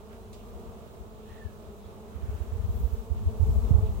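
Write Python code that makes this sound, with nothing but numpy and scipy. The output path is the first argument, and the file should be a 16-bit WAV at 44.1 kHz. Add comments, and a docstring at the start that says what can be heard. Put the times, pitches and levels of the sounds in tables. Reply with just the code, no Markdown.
"""Wind on a microphone down in summer meadow grass, where a swarm of bees hums with its wingbeats.
Far traffic and a light hiss of leaves and grass lie underneath. Half-way the breeze rises and stirs
the grass; its turbulence rumbles and its eddies buffet the two microphone ports one after the other.
Something dry ticks near the start, and a distant bird gives one falling whistle among faint chirps."""
import sys
import numpy as np
from scipy import signal
from scipy.fft import rfft, irfft
from scipy.io import wavfile
from scipy.ndimage import uniform_filter1d

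SR = 44100
rng = np.random.default_rng(int(sys.argv[2]) if len(sys.argv) > 2 else 0)


def inscribe(sig):
    """Save sig as 16-bit PCM at rate SR to the path in sys.argv[1].

    A 1-D sig is mono; a 2-D sig holds one channel per row.
    Samples are clipped to [-1, 1] before scaling.
    """
    pcm = np.round(np.clip(np.atleast_2d(sig).T, -1, 1) * 32767)
    wavfile.write(sys.argv[1], SR, pcm.astype(np.int16))


N = 176400
T = np.arange(N) / SR
FREQS = np.fft.rfftfreq(N, 1 / SR)


def undb(db):
    """Decibels to gain."""
    return 10 ** (np.asarray(db) / 20)


def unit(x):
    """Scale to rms 1."""
    return x / np.sqrt(np.mean(x ** 2, axis=-1, keepdims=True))


def curve(rows, column=1):
    """One column of a table, joined by straight lines in time."""
    rows = np.array(rows, float)
    return np.interp(T, rows[:, 0], rows[:, column])


def pan(db):
    """Stereo gains db apart: positive leans left, negative right."""
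    gains = undb(np.array([[db], [-db]]) / 2)
    return gains / np.sqrt(np.mean(gains ** 2))


def colour(x, spectrum):
    """EQ a signal through (f/Hz, level/dB) points, then scale to rms 1."""
    hz, db = np.array(spectrum, float).T
    eq = undb(np.interp(np.log(np.maximum(FREQS, 1)), np.log(hz), db))
    return unit(irfft(rfft(x) * eq, N))


def noise(spectrum):
    """Coloured noise, unrelated left and right."""
    return colour(rng.standard_normal((2, N)), spectrum)


def diffuse(spectrum, port_gap_m=.145, port_match=.9):
    """Noise from all sides: nearly in step at the two ports in the bass, wide higher up."""
    mid, side = rfft(noise(spectrum))
    alike = port_match * np.sinc(2 * FREQS * port_gap_m / 343)
    return unit(irfft(mid * np.sqrt(1 + alike) + np.array([[1], [-1]]) * side * np.sqrt(1 - alike), N))


def walk(rate):
    """Smooth random drift of spread 1 that changes about rate times a second."""
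    f = np.fft.rfftfreq(4096, 1 / 1000)
    slow = unit(irfft(rfft(rng.standard_normal(4096)) * np.exp(-(f / rate) ** 2)))
    return np.interp(T * 1000, np.arange(len(slow)), slow)


def swell(at, length):
    """A smooth rise and fall centred on at, half as strong at the ends of its length."""
    return np.exp2(-np.minimum((2 * (T - at) / length) ** 2, 100))


def bees(count=9, wingbeat_hz=216.87, wander=.028, fade_db=4.5):
    """Each bee beats its wings at its own wandering pitch and drifts nearer and farther."""
    # wingbeat harmonics, from the first up: level/dB
    harmonics = [1.5, 0, -9, -11.5, -17.5]
    # fader ride of the swarm: t/s, level/dB
    ride = [(0, -54), (.3, -53.5), (.62, -51.5), (.95, -58), (1.45, -53.5), (1.85, -57.5), (2.25, -53.5),
            (2.75, -51), (3.06, -54), (3.75, -49), (4, -51.5)]
    swarm = np.zeros((2, N))
    for offset in np.linspace(-1, 1, count):
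        detune = .035 * (offset + offset ** 3)
        hz = wingbeat_hz * (1 + detune + wander * walk(4.5))
        phase = 2 * np.pi * (np.cumsum(hz) / SR + rng.random())
        buzz = sum(undb(db) * np.sin(k * phase + 2 * np.pi * rng.random())
                   for k, db in enumerate(harmonics, 1))
        swarm += buzz * undb(fade_db * walk(1.28)) * pan(rng.uniform(-13.5, 3))
    return unit(swarm) * undb(4.5 + curve(ride))


def traffic():
    """Far traffic arrives from all sides as a dull, wavering wash."""
    # spectrum of the wash: f/Hz, level/dB
    spectrum = [(100, 2.5), (170, 1.5), (290, -4.5), (400, 3.5), (530, -3.5), (630, -0.5), (750, -6.5),
                (1000, -8), (1250, -10.5), (1550, -25.5), (2200, -35), (4000, -41)]
    # its fader ride: t/s, level/dB
    ride = [(0, -58), (.14, -57.5), (.4, -58.5), (.7, -55), (.95, -57.5), (2, -57.5), (2.35, -55),
            (2.55, -56), (3.06, -56.5), (3.5, -52.5), (3.8, -52), (4, -55)]
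    return diffuse(spectrum) * pan(-2) * undb(7 + curve(ride) + .6 * walk(3.6))


def foliage(touches_per_s=280):
    """Over far tyre noise, leaves and grass hiss in the breeze; blades crackle and brush, trees rustle."""
    # how much the breeze stirs them: t/s, level/dB
    breeze = [(0, 1.5), (.6, 3), (1.1, 1), (1.35, 2.5), (2.1, 1.5), (2.38, 6), (2.6, 4.5), (2.95, 6.5),
              (3.1, 4), (3.37, 6), (3.48, 8.5), (3.88, 6.5), (4, 6.5)]
    stir_db = curve(breeze) + .3 * walk(5.8)
    # steady wash of far tyre noise, with a faint hiss of leaves above it: f/Hz, level/dB
    tyres_and_leaves_eq = [(700, -21), (1200, 8), (1550, 2), (1900, -1.5), (2800, -1.5), (3900, -2.5),
                           (5000, -11.5), (8000, -17.5), (15000, -25)]
    tyres_and_leaves = diffuse(tyres_and_leaves_eq) * pan(-5) * undb(-65 + .63 * stir_db + .7 * walk(5.2))

    # fine hiss of the grass: f/Hz, level/dB
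    grass_eq = [(1000, -36.5), (3000, -6), (5000, 0), (7000, 3.5), (8500, 1.5), (10500, -2), (12500, 0.5),
                (14000, -2), (15600, 6)]
    grass = rfft(noise(grass_eq))
    bands = [irfft(grass * (FREQS // 2000 == k), N) for k in range(8)]
    flickering = sum(band * undb(.6 * walk(28)) for band in bands)
    hiss = flickering * pan(2) * undb(-64.5 + stir_db)
    touches = (rng.random((2, N)) < touches_per_s / SR) * rng.standard_normal((2, N))
    crackle = colour(touches, grass_eq) * undb(-77 + stir_db)

    # blades brushing close by: t/s, length/s, level/dB
    strokes = [(2.79, .15, -57), (2.93, .12, -66), (3.526, .09, -61.5)]
    # their airy top end: f/Hz, level/dB
    brush_eq = [(5000, -22), (11000, -23), (12300, 0), (15300, 1)]
    brush = noise(brush_eq) * pan(2.3) * sum(undb(db) * swell(at, length) for at, length, db in strokes)

    # soft rustles in the far trees: t/s, length/s, level/dB, "dull" or "crisp"
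    rustles = [(0.132, 0.069, -59.5, "dull"), (.41, 0.085, -66, "crisp"), (1.324, 0.3, -67.5, "crisp"),
               (2.363, 0.51, -61, "dull"), (3.18, 0.044, -66, "crisp"), (3.284, .04, -67, "crisp"),
               (3.673, .055, -64, "crisp"), (3.867, .07, -63, "crisp")]
    # spectrum of each kind: f/Hz, level/dB
    rustle_eqs = {"dull": [(900, 5.5), (1550, 11), (2100, 4), (3000, 3), (6000, -42), (15000, -45)],
                  "crisp": [(1500, -18), (2600, 7.5), (3900, 4), (5000, -12), (15000, -37)]}
    boughs = {kind: noise(eq) * pan(-5) for kind, eq in rustle_eqs.items()}
    rustle = sum(boughs[kind] * undb(db) * swell(at, length) for at, length, db, kind in rustles)
    return tyres_and_leaves + hiss + crackle + brush + rustle


def wind(eddy_s=.031):
    """Each port has its own turbulence: a rumble, and a brighter flutter that grows faster with force."""
    # force at the ports: t/s, left level/dB, right level/dB
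    ride = [(0, -51, -50), (.55, -45, -47), (.9, -52, -49), (1.35, -47, -48), (2.05, -53, -49),
            (2.25, -41, -41), (2.46, -43, -44), (2.8, -33, -32), (3.05, -47, -48), (3.2, -32, -31),
            (3.35, -37, -38), (3.5, -29, -27), (3.65, -29, -32), (3.85, -30, -31), (4, -27, -37)]
    # pressure rumble: f/Hz, level/dB
    rumble_eq = [(10, -46), (27, -23), (36, -10.5), (47, 1), (62, -4), (82, -3), (106, -7), (132, -22),
                 (200, -19.5), (320, -46.5), (800, -51), (3000, -100)]
    # flutter: f/Hz, level/dB
    flutter_eq = [(50, 10), (115, 15), (190, -11), (300, -36), (800, -49), (2500, -64), (8000, -100)]
    rumble, flutter = noise(rumble_eq), noise(flutter_eq)
    power = uniform_filter1d(np.abs(signal.hilbert(rumble)) ** 2, int(eddy_s * SR), axis=-1)
    even_rumble = unit(rumble / np.sqrt(power))
    force = undb([curve(ride, column=1), curve(ride, column=2)])
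    return even_rumble * force + undb(-8) * pan(-6) * flutter * force ** 2


def ticks(crack_s=.0038, tail_s=.038):
    """Each dry tick is a short crack and its scatter from the trees."""
    # ticks: t/s, level/dB
    hits = [(.128, -67), (0.33, -54)]
    # bright crack: f/Hz, level/dB
    crack_eq = [(1000, -24), (2500, -4), (4500, -11), (9000, 16), (10500, -1), (15500, -8)]
    # darker tail: f/Hz, level/dB
    tail_eq = [(1000, -22), (2500, 9), (4200, 7.5), (8000, 4), (11000, -6), (15500, -1)]

    def fall(decay_s):
        return sum(undb(db) * (T >= at) * np.exp(-np.abs(T - at) / decay_s) for at, db in hits)

    return (noise(crack_eq) * fall(crack_s) + noise(tail_eq) * fall(tail_s)) * pan(-3)


def eddies(swing_hz=71, sink_s=.005, attack_s=.006, decay_s=.017):
    """An eddy swings the pressure at one port, short ones faster; a head-on slap sinks into a thud."""
    # passing eddies: t/s, length/s, level/dB, port
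    buffets = [(.555, .035, -39, "L"), (.69, .03, -37, "L"), (1.015, .022, -35, "L"),
               (1.322, .02, -36, "L"), (1.461, .019, -27, "L"), (1.69, .025, -41, "L"),
               (1.861, .022, -37, "R"), (2.163, .024, -30, "R"), (2.238, .023, -24, "R"),
               (2.295, .017, -24, "L"), (2.324, .027, -28, "R"), (2.35, .02, -26, "L"),
               (2.416, .021, -22, "R"), (2.497, .025, -30, "L"), (2.531, .02, -24, "R"),
               (2.56, .016, -23, "R"), (2.605, .017, -21, "L"), (2.65, .02, -22, "L"),
               (2.697, .023, -23, "R"), (2.705, .02, -24, "L"), (2.758, .024, -25, "L"),
               (2.82, .026, -24, "L"), (2.852, .029, -16, "R"), (2.938, .021, -20, "R"),
               (2.997, .029, -26, "L"), (3.12, .025, -19, "R"), (3.17, .035, -28, "L"),
               (3.268, .022, -20, "R"), (3.278, .021, -16, "L"), (3.41, .018, -15, "R"),
               (3.433, .014, -12, "R"), (3.455, .025, -22, "L"), (3.493, .025, -18, "L"),
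               (3.523, .025, -20, "L"), (3.52, .035, -20, "R"), (3.562, .015, -15, "L"),
               (3.581, .021, -21, "R"), (3.586, .016, -16, "L"), (3.634, .016, -21, "L"),
               (3.66, .024, -17, "L"), (3.743, .019, -20, "L"), (3.753, .021, -10, "R"),
               (3.788, .013, -15, "R"), (3.834, .019, -17, "L"), (3.856, .027, -20, "R"),
               (3.869, .019, -22, "L"), (3.896, .017, -22, "R")]
    # head-on eddies: t/s, peak level/dB, extra f/Hz at the onset, port
    slaps = [(3.486, -14, 120, "R"), (3.705, -7, 230, "R")]
    ports = np.zeros((2, N))
    for at, length, db, port in buffets:
        hz = swing_hz * (.02 / length) ** .35 * np.exp(.11 * rng.standard_normal())
        swing = np.sqrt(2) * np.sin(2 * np.pi * (hz * (T - at) + rng.random()))
        ports["LR".index(port)] += undb(db) * swell(at, length) * swing
    for at, db, extra_hz, port in slaps:
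        age = np.maximum(T - at, 0)
        hz = swing_hz + extra_hz * np.exp(-age / sink_s)
        envelope = (1 - np.exp(-(age / attack_s) ** 2)) * np.exp(-age / decay_s)
        thud = np.sin(2 * np.pi * (np.cumsum(hz) / SR + rng.random()))
        ports["LR".index(port)] += undb(db) * envelope / envelope.max() * thud
    return ports


def chirps(smear=.08):
    """Faint chirps deep in the wood: short tones smeared by a fast pitch jitter."""
    # chirps: t/s, length/s, f/Hz, level/dB
    notes = [(0.676, .1, 2800, -73), (1.15, 0.03, 3880, -74), (1.3, .06, 3100, -71),
             (1.474, .05, 2650, -71.5), (1.847, 0.081, 3700, -71)]
    calls = np.zeros(N)
    for at, length, hz, db in notes:
        phase = 2 * np.pi * np.cumsum(hz * (1 + smear * walk(200))) / SR
        calls += np.sqrt(2) * np.sin(phase) * undb(db) * swell(at, length)
    return calls


def whistle(warble=.008, rasp_hz=200, clear_at_s=1.415):
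    """A bird's arched whistle, hoarse as it rises and clear as it falls."""
    # contour of the call: t/s, f/Hz, level/dB
    contour = [(1.25, 1680, -75), (1.29, 1780, -64), (1.33, 1840, -60), (1.365, 1875, -60),
               (1.4, 1860, -62), (1.415, 1795, -55), (1.43, 1765, -53), (1.445, 1740, -68),
               (1.477, 1700, -59), (1.495, 1680, -70), (1.53, 1660, -77)]
    hz = curve(contour) * (1 + warble * walk(52))
    rasp = .88 * np.clip((clear_at_s - T) / .02, .04, 1)  # share of the tone that breaks into breath
    breath = (walk(rasp_hz) + 1j * walk(rasp_hz)) / np.sqrt(2)
    carrier = np.exp(2j * np.pi * np.cumsum(hz) / SR)
    tone = np.sqrt(2) * np.imag((np.sqrt(1 - rasp) + np.sqrt(rasp) * breath) * carrier)
    gate = (T > contour[0][0]) * (T < contour[-1][0])
    return tone * undb(curve(contour, column=2)) * gate


def birds(decay_s=.07):
    """The whistle and the chirps, right of centre and blurred by echoes from the wood."""
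    calls = whistle() + chirps()
    wood = unit(rng.standard_normal((2, N)) * np.exp(-T / decay_s)) / np.sqrt(N)
    echo = irfft(rfft(calls) * rfft(wood), N)
    return (undb(-1) * calls + undb(-7) * echo) * pan(-4)


def scene():
    """The stereo mix at the microphone."""
    return bees() + traffic() + foliage() + wind() + eddies() + ticks() + birds()


def record(dry, low_cut_hz=25, high_cut_hz=15800):
    """Filters cut the deepest rumble and the very top."""
    trimmed = signal.sosfiltfilt(signal.butter(2, low_cut_hz, "high", fs=SR, output="sos"), dry)
    return signal.sosfilt(signal.ellip(10, .1, 80, high_cut_hz, fs=SR, output="sos"), trimmed)


dry = scene()
out = record(dry)
inscribe(out)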